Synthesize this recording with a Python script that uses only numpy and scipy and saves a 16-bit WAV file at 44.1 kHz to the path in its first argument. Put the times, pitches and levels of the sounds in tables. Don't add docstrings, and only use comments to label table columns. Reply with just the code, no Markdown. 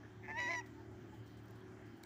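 import sys
import numpy as np
from scipy import signal
from scipy.io import wavfile
from scipy.ndimage import uniform_filter1d

SR = 44100
rng = np.random.default_rng(int(sys.argv[2]) if len(sys.argv) > 2 else 0)


def to_wav(s):
    ch = np.atleast_2d(s).T
    pcm = np.round(np.clip(ch, -1, 1) * 32767)
    wavfile.write(sys.argv[1], SR, pcm.astype(np.int16))


def makeup_ratio(level_db):
    decades = np.asarray(level_db, float) / 20
    return 10 ** decades


N = 90404

# centre in Hz, width in Hz, level in dB, change at full gape in dB.
THROAT_MODES = [(650, 290, -6.5, -2), (855, 480, -1, -1), (1795, 170, 0.5, -3.5), (2078, 380, 3, 2),
                (2548, 150, -9.5, 10.5), (2850, 710, -23.5, 0.5), (3970, 840, -23.5, 9.5),
                (4950, 500, -20, -18), (5643, 730, -16.5, 0.5), (6760, 340, -35.5, 11.5),
                (9650, 1400, -45, -11.5), (11850, 1400, -51.5, 8)]


def curve(table, col):
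    rows = np.array(table, float)
    return np.interp(np.arange(N) / SR, rows[:, 0], rows[:, col])


def level(x, db):
    return x * makeup_ratio(db) / np.sqrt(np.mean(x ** 2))


def band(x, hz, width_hz):
    return signal.lfilter(*signal.iirpeak(min(hz, 0.45 * SR), hz / width_hz, fs=SR), x)


def band_twice(x, hz, width_hz):
    return band(band(x, hz, width_hz), hz, width_hz)


def walk(rate_hz):
    hold = int(SR / rate_hz)
    steps = np.repeat(rng.standard_normal(N // hold + 1), hold)
    return 1.335 * uniform_filter1d(uniform_filter1d(steps, hold), hold)[:N]


def turns(hz):
    return 2 * np.pi * np.cumsum(hz) / SR


def throat_gain(hz, gape):
    power = 0
    for centre_hz, width_hz, db, gape_db in THROAT_MODES:
        detune = 2 * (hz - centre_hz) / width_hz
        power = power + makeup_ratio(2 * (db + gape * gape_db)) / (1 + detune ** 2) ** 2
    return np.sqrt(power)


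def throat_breath(gape):
    tilt_db_per_octave = 12.5
    out = 0
    for hz, width_hz, db, gape_db in THROAT_MODES:
        hiss = level(band_twice(rng.standard_normal(len(gape)), hz, 1.9 * width_hz), 0)
        out = out + makeup_ratio(db + gape * gape_db) * hiss * makeup_ratio(tilt_db_per_octave * np.log2(hz / 2000))
    return level(out, 0)


def syrinx_lines(second_db, half_db, rasp_db, gape):
    difference_db, mixing, lower_half_db = -6, 0.3, -13
    lines = [(0.00057, 0.99, second_db + 1.5)]
    lines += [(m, 0, 0) for m in range(1, 16)]
    for m in range(1, 10):
        for n in (-4, -3, -2, -1, 1, 2, 3):
            order_db = second_db * (1 + mixing * (abs(n) - 1))
            lines.append((m, n, order_db + difference_db * gape * (n < 0)))
    for m in range(8):
        for n in (-1, 1):
            lines.append((m + 1 / 2, n, half_db + lower_half_db * ((m, n) != (1, 1))))
    lines += [(m + 1 / 2, -1 / 2, rasp_db) for m in range(1, 7)]
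    return lines


def goose():
    # time in seconds, pitch in Hz, level in dB.
    creak = [(0.218, 878, -83), (.237, 891, -61.5), (.26, 873.8, -53.5), (0.267, 851.8, -55.5)]
    voice = [(.276, 837.4, -60), (.282, 847.2, -46), (.306, 882, -45.5), (.345, 887, -48),
             (.388, 981.2, -39), (.478, 963.5, -39.5), (.503, 1030, -41), (.54, 1002, -43),
             (.598, 953, -44.5)]
    ending = [(.605, 928, -47.5), (.612, 848.5, -48), (.62, 776, -62), (.625, 760, -85)]
    # time in seconds, pitch in Hz, strength against the main voice in dB.
    second_voice = [(.23, 722, 0), (.29, 707.3, -8), (.315, 745.6, -4.5), (.33, 650, -27.5),
                    (.392, 639, -7.5), (.408, 566.2, -13.5), (.482, 564.5, -12.5), (.5, 691.4, -7),
                    (.555, 690.7, -6), (.58, 687, -35)]
    # time in seconds, brightness in dB per octave, breath level in dB.
    effort = [(.23, -14, -28), (.31, -16, -25), (.33, -12, -30), (.385, -4.5, -32.5), (.402, -3.5, -19),
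              (.43, 1, -26), (.485, -1, -19.5), (.51, 0.5, -21), (.58, 5, -19.5)]
    # time in seconds, strength in dB.
    flutter = [(.385, -38.5), (.402, -12), (.414, -47), (.492, -40), (.507, 5), (.52, -36), (.533, -1),
               (.553, -17), (.575, -50)]
    # time in seconds, strength in dB.
    rasp = [(.385, -45), (.398, -11), (.42, -17), (.445, -19), (.475, -23.5), (.492, -14), (.5, -45)]
    # time in seconds, gape 0-1.
    bill = [(.23, 0), (.32, 0), (.385, 0.8), (.44, 0.96), (.47, 0.74), (.55, 0.7), (.572, 0.4), (.62, 0)]
    from_s, to_s, closes_s = 0.2, 0.63, 0.6
    jitter, flutter_sway_db, sway_db = 0.002, 2.0, 2.15
    closing_db_per_s, pinch_db_per_s, pinch_low_hz, pinch_high_hz = -2500, -2500, 1400, 2400
    creak_bass_db, creak_bass_hz = -12, 1410
    scatter_rad, blur_hz = 0.2, 9500

    cut = slice(int(from_s * SR), int(to_s * SR))
    t = np.arange(N)[cut] / SR
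    call = [(from_s, creak[0][1], -110)] + list(creak) + list(voice)
    call += list(ending) + [(to_s, ending[-1][1], -110)]
    main_hz = (curve(call, 1) * (1 + jitter * walk(150)))[cut]
    second_hz = (curve(second_voice, 1) * (1 + 2 * jitter * walk(88.4)))[cut]
    main_phase, second_phase = turns(main_hz), turns(second_hz)
    second_db = curve(second_voice, 2)[cut]
    half_db = (curve(flutter, 1) + flutter_sway_db * walk(68.1))[cut]
    gape = np.clip(curve(bill, 1)[cut], 0, 1)
    sway = [walk(46.28)[cut] for _ in range(5)]
    grain = [walk(500)[cut] for _ in range(5)]
    closing_s = np.maximum(t - closes_s, 0)
    bright = curve(effort, 1)[cut] + closing_db_per_s * closing_s
    intake = t < voice[0][0]

    tone = 0
    for k, (m, n, db) in enumerate(syrinx_lines(second_db, half_db, curve(rasp, 1)[cut], gape)):
        hz = np.abs(m * main_hz + n * second_hz) + 1
        tilt_db = bright * np.maximum(np.log2(hz / 2400), 0)
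        tilt_db = tilt_db + creak_bass_db * intake * (hz < creak_bass_hz)
        tilt_db = tilt_db + pinch_db_per_s * closing_s * (hz > pinch_low_hz) * (hz < pinch_high_hz)
        gain = makeup_ratio(db + tilt_db + sway_db * sway[k % 5]) * throat_gain(hz, gape) * (hz < 0.35 * SR)
        phase = m * main_phase + n * second_phase
        phase = phase + scatter_rad * abs(n) * sway[(k + 2) % 5]
        phase = phase + (hz / blur_hz) ** 3 * grain[k % 5]
        tone = tone + gain * np.sin(phase)

    puffs = 1 + makeup_ratio(second_db / 2) * np.cos(main_phase - second_phase)
    puffs = puffs + makeup_ratio(half_db / 2) * np.cos(second_phase - main_phase / 2)
    breath = puffs * throat_breath(gape) * makeup_ratio(curve(effort, 2)[cut])
    honk = np.zeros(N)
    honk[cut] = makeup_ratio(curve(call, 2)[cut]) * (tone + breath)
    return honk


def bank_echo(honk):
    echo_db, t60_s, delay_s = -17.5, 0.33, 0.019
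    t = np.arange(SR // 2) / SR
    tail = rng.standard_normal(len(t)) * makeup_ratio(-60 * t / t60_s) * (t > delay_s)
    banks = level(tail, echo_db) / np.sqrt(len(t))
    return band(signal.fftconvolve(honk, banks)[:N], 1800, 1500)


def drips_and_twig():
    # start in seconds, peak in dB, ring in Hz, t60 in seconds.
    drips = [
        (.035, -48.5, 1700, 0.022),
        (0.05, -52.5, 1640, .03),
        (.055, -53, 1810, 0.023),
        (.387, -70, 8200, .01),
        (.434, -75, 8300, 0.012),
        (1.613, -63.5, 3280, 0.049),
        (2.0485, -57, 8500, 0.0044),
    ]
    # start in seconds, level in dB.
    snaps = [
        (2.0356, -54),
        (2.0369, -49),
    ]
    # ring in Hz, level in dB, t60 in seconds.
    twig = [(2190, -8, 0.03), (4200, 6.5, 0.0054), (5750, 2.5, 0.0049), (7600, 5.5, 0.0031),
            (9300, -2.5, 0.0043), (11800, -7, 0.0034)]
    rings = list(drips)
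    rings += [(start, snap_db + db, hz, t60_s) for start, snap_db in snaps for hz, db, t60_s in twig]
    t, out = np.arange(N) / SR, 0
    for start, db, hz, t60_s in rings:
        age = np.maximum(t - start, 0)
        attack = 1 - np.exp(-age * hz)
        out = out + makeup_ratio(db - 60 * age / t60_s) * np.sin(2 * np.pi * hz * age) * attack
    return out


def leaves():
    # start in seconds, level in dB, decay in seconds, centre in Hz.
    rustles = [(0.372, -79, 0.015, 8760), (.66, -71, 0.024, 4500), (0.907, -83, 0.017, 8000),
               (1.137, -72.5, 0.034, 2970), (1.26, -77.5, 0.071, 5960), (1.37, -76, 0.031, 6900),
               (1.435, -74, 0.0017, 12000), (1.458, -68, 0.002, 8500), (1.482, -63.5, 0.0019, 6030),
               (1.508, -62, 0.0016, 9900), (1.555, -78, 0.022, 9000), (1.606, -69, 0.0016, 7000),
               (1.815, -80, .0015, 12000), (1.855, -75.5, 0.037, 4870), (1.967, -78, .015, 7900),
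               (2.03, -74, 0.012, 6040), (2.034, -63, 0.0017, 14000)]
    rise_s = 0.0003
    t, out = np.arange(N) / SR, 0
    for start, db, decay_s, hz in rustles:
        age = np.maximum(t - start, 0)
        grit = rng.standard_normal(N) * makeup_ratio(2.4 * walk(900))
        shape = (1 - np.exp(-age / rise_s)) * np.exp(-age / decay_s)
        out = out + level(band(grit, hz, 0.41 * hz), db) * shape
    return out


def far_geese():
    # start in seconds, length in seconds, pitch in Hz, level in dB, second partial in dB.
    calls = [
        (0.743, 0.084, 890, -64.5, -11),
        (0.895, 0.1, 840, -66.5, -12),
        (1.073, 0.099, 865, -66.5, -9),
        (1.508, 0.11, 867, -73.5, -10),
        (1.897, 0.074, 817, -72, -8),
    ]
    t, out = np.arange(N) / SR, 0
    for start, length_s, hz, db, upper_db in calls:
        phase = turns(hz * (1 + 0.0135 * walk(60)))
        shape = np.sin(np.pi * np.clip((t - start) / length_s, 0, 1))
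        partials = np.sin(phase) + makeup_ratio(upper_db) * np.sin(2 * phase)
        out = out + makeup_ratio(db + 4.7 * walk(50.54)) * shape * partials
    return out


def engine():
    # multiple of the engine rate, level in dB.
    orders = [(2, -70), (3, -58.5), (5, -69), (6.6, -73.5), (8, -66), (9, -64), (10, -63), (11, -75.5)]
    engine_hz, whine_hz, whine_width_hz, whine_db = 37.17, 3115, 280, -82.5
    phase = turns(engine_hz * (1 + 0.00482 * walk(3.12)))
    whine = level(band_twice(rng.standard_normal(N), whine_hz, whine_width_hz), whine_db)
    out = whine * makeup_ratio(2 * walk(5.52))
    for order, db in orders:
        fading = makeup_ratio(db + (2.0 + 0.22 * order) * walk(11.94))
        out = out + fading * np.sin(order * phase + 0.1 * order * walk(14))
    return out


def air(shape, db, flicker_db, swell_db):
    rows, out = np.array(shape), 0
    low_hz, high_hz = rows[0, 0], min(rows[-1, 0], 14000)
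    for hz in low_hz * 2 ** np.arange(1 / 8, np.log2(high_hz / low_hz), 1 / 4):
        band_db = np.interp(np.log(hz), np.log(rows[:, 0]), rows[:, 1]) + 10 * np.log10(hz)
        noise = band_twice(rng.standard_normal(N), hz, hz / 4)
        out = out + level(noise, band_db) * makeup_ratio(swell_db + flicker_db * walk(14.06))
    return level(out, db)


def scene():
    # frequency in Hz, density in dB.
    air_low = [(25, -26.5), (45, -22), (75, -7.5), (100, -1), (150, -12), (250, -5.5), (400, -10.5),
               (520, -41)]
    air_mid = [(310, -32.5), (520, -10), (589, -2), (797, -1.5), (866, -6), (1050, -8.5), (1580, -4),
               (2700, -19), (3510, -56.5), (5940, -120)]
    air_high = [(2700, -10), (3600, -6), (5000, -8.5), (7200, -9.5), (8200, -37), (9800, -21), (13500, -21)]
    # time in seconds, level in dB.
    swell = [(0, -1), (.12, 0.5), (.3, 1), (.65, 2), (.9, 0.5), (1.1, -0.2), (1.6, 0.5), (2.05, -2)]
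    honk = goose()
    drone = makeup_ratio(curve(swell, 1)) * (engine() + air(air_low, -59, 2.8, 1.3 * walk(4)))
    stir = walk(9.48)
    hiss = air(air_mid, -65.5, 1.8, 0.88 * stir) + air(air_high, -78, 2.96, 0.5 * stir)
    near = honk + bank_echo(honk) + drips_and_twig() + leaves()
    return (near + far_geese() + drone + hiss)[None]


def top_cut(x):
    return signal.sosfilt(signal.butter(12, 16240, fs=SR, output="sos"), x)


def record(dry):
    def port_ring(x):
        return band_twice(x, 14800, 1400)

    port_noise = level(port_ring(rng.standard_normal(N)), -91.0) * makeup_ratio(2.4 * walk(17.0))
    port = dry + makeup_ratio(16) * port_ring(dry) + port_noise
    low_pass = signal.ellip(8, 0.2, 60, 15450, fs=SR, output="sos")
    return top_cut(signal.sosfilt(low_pass, port))


dry = scene()
out = record(dry)
to_wav(out)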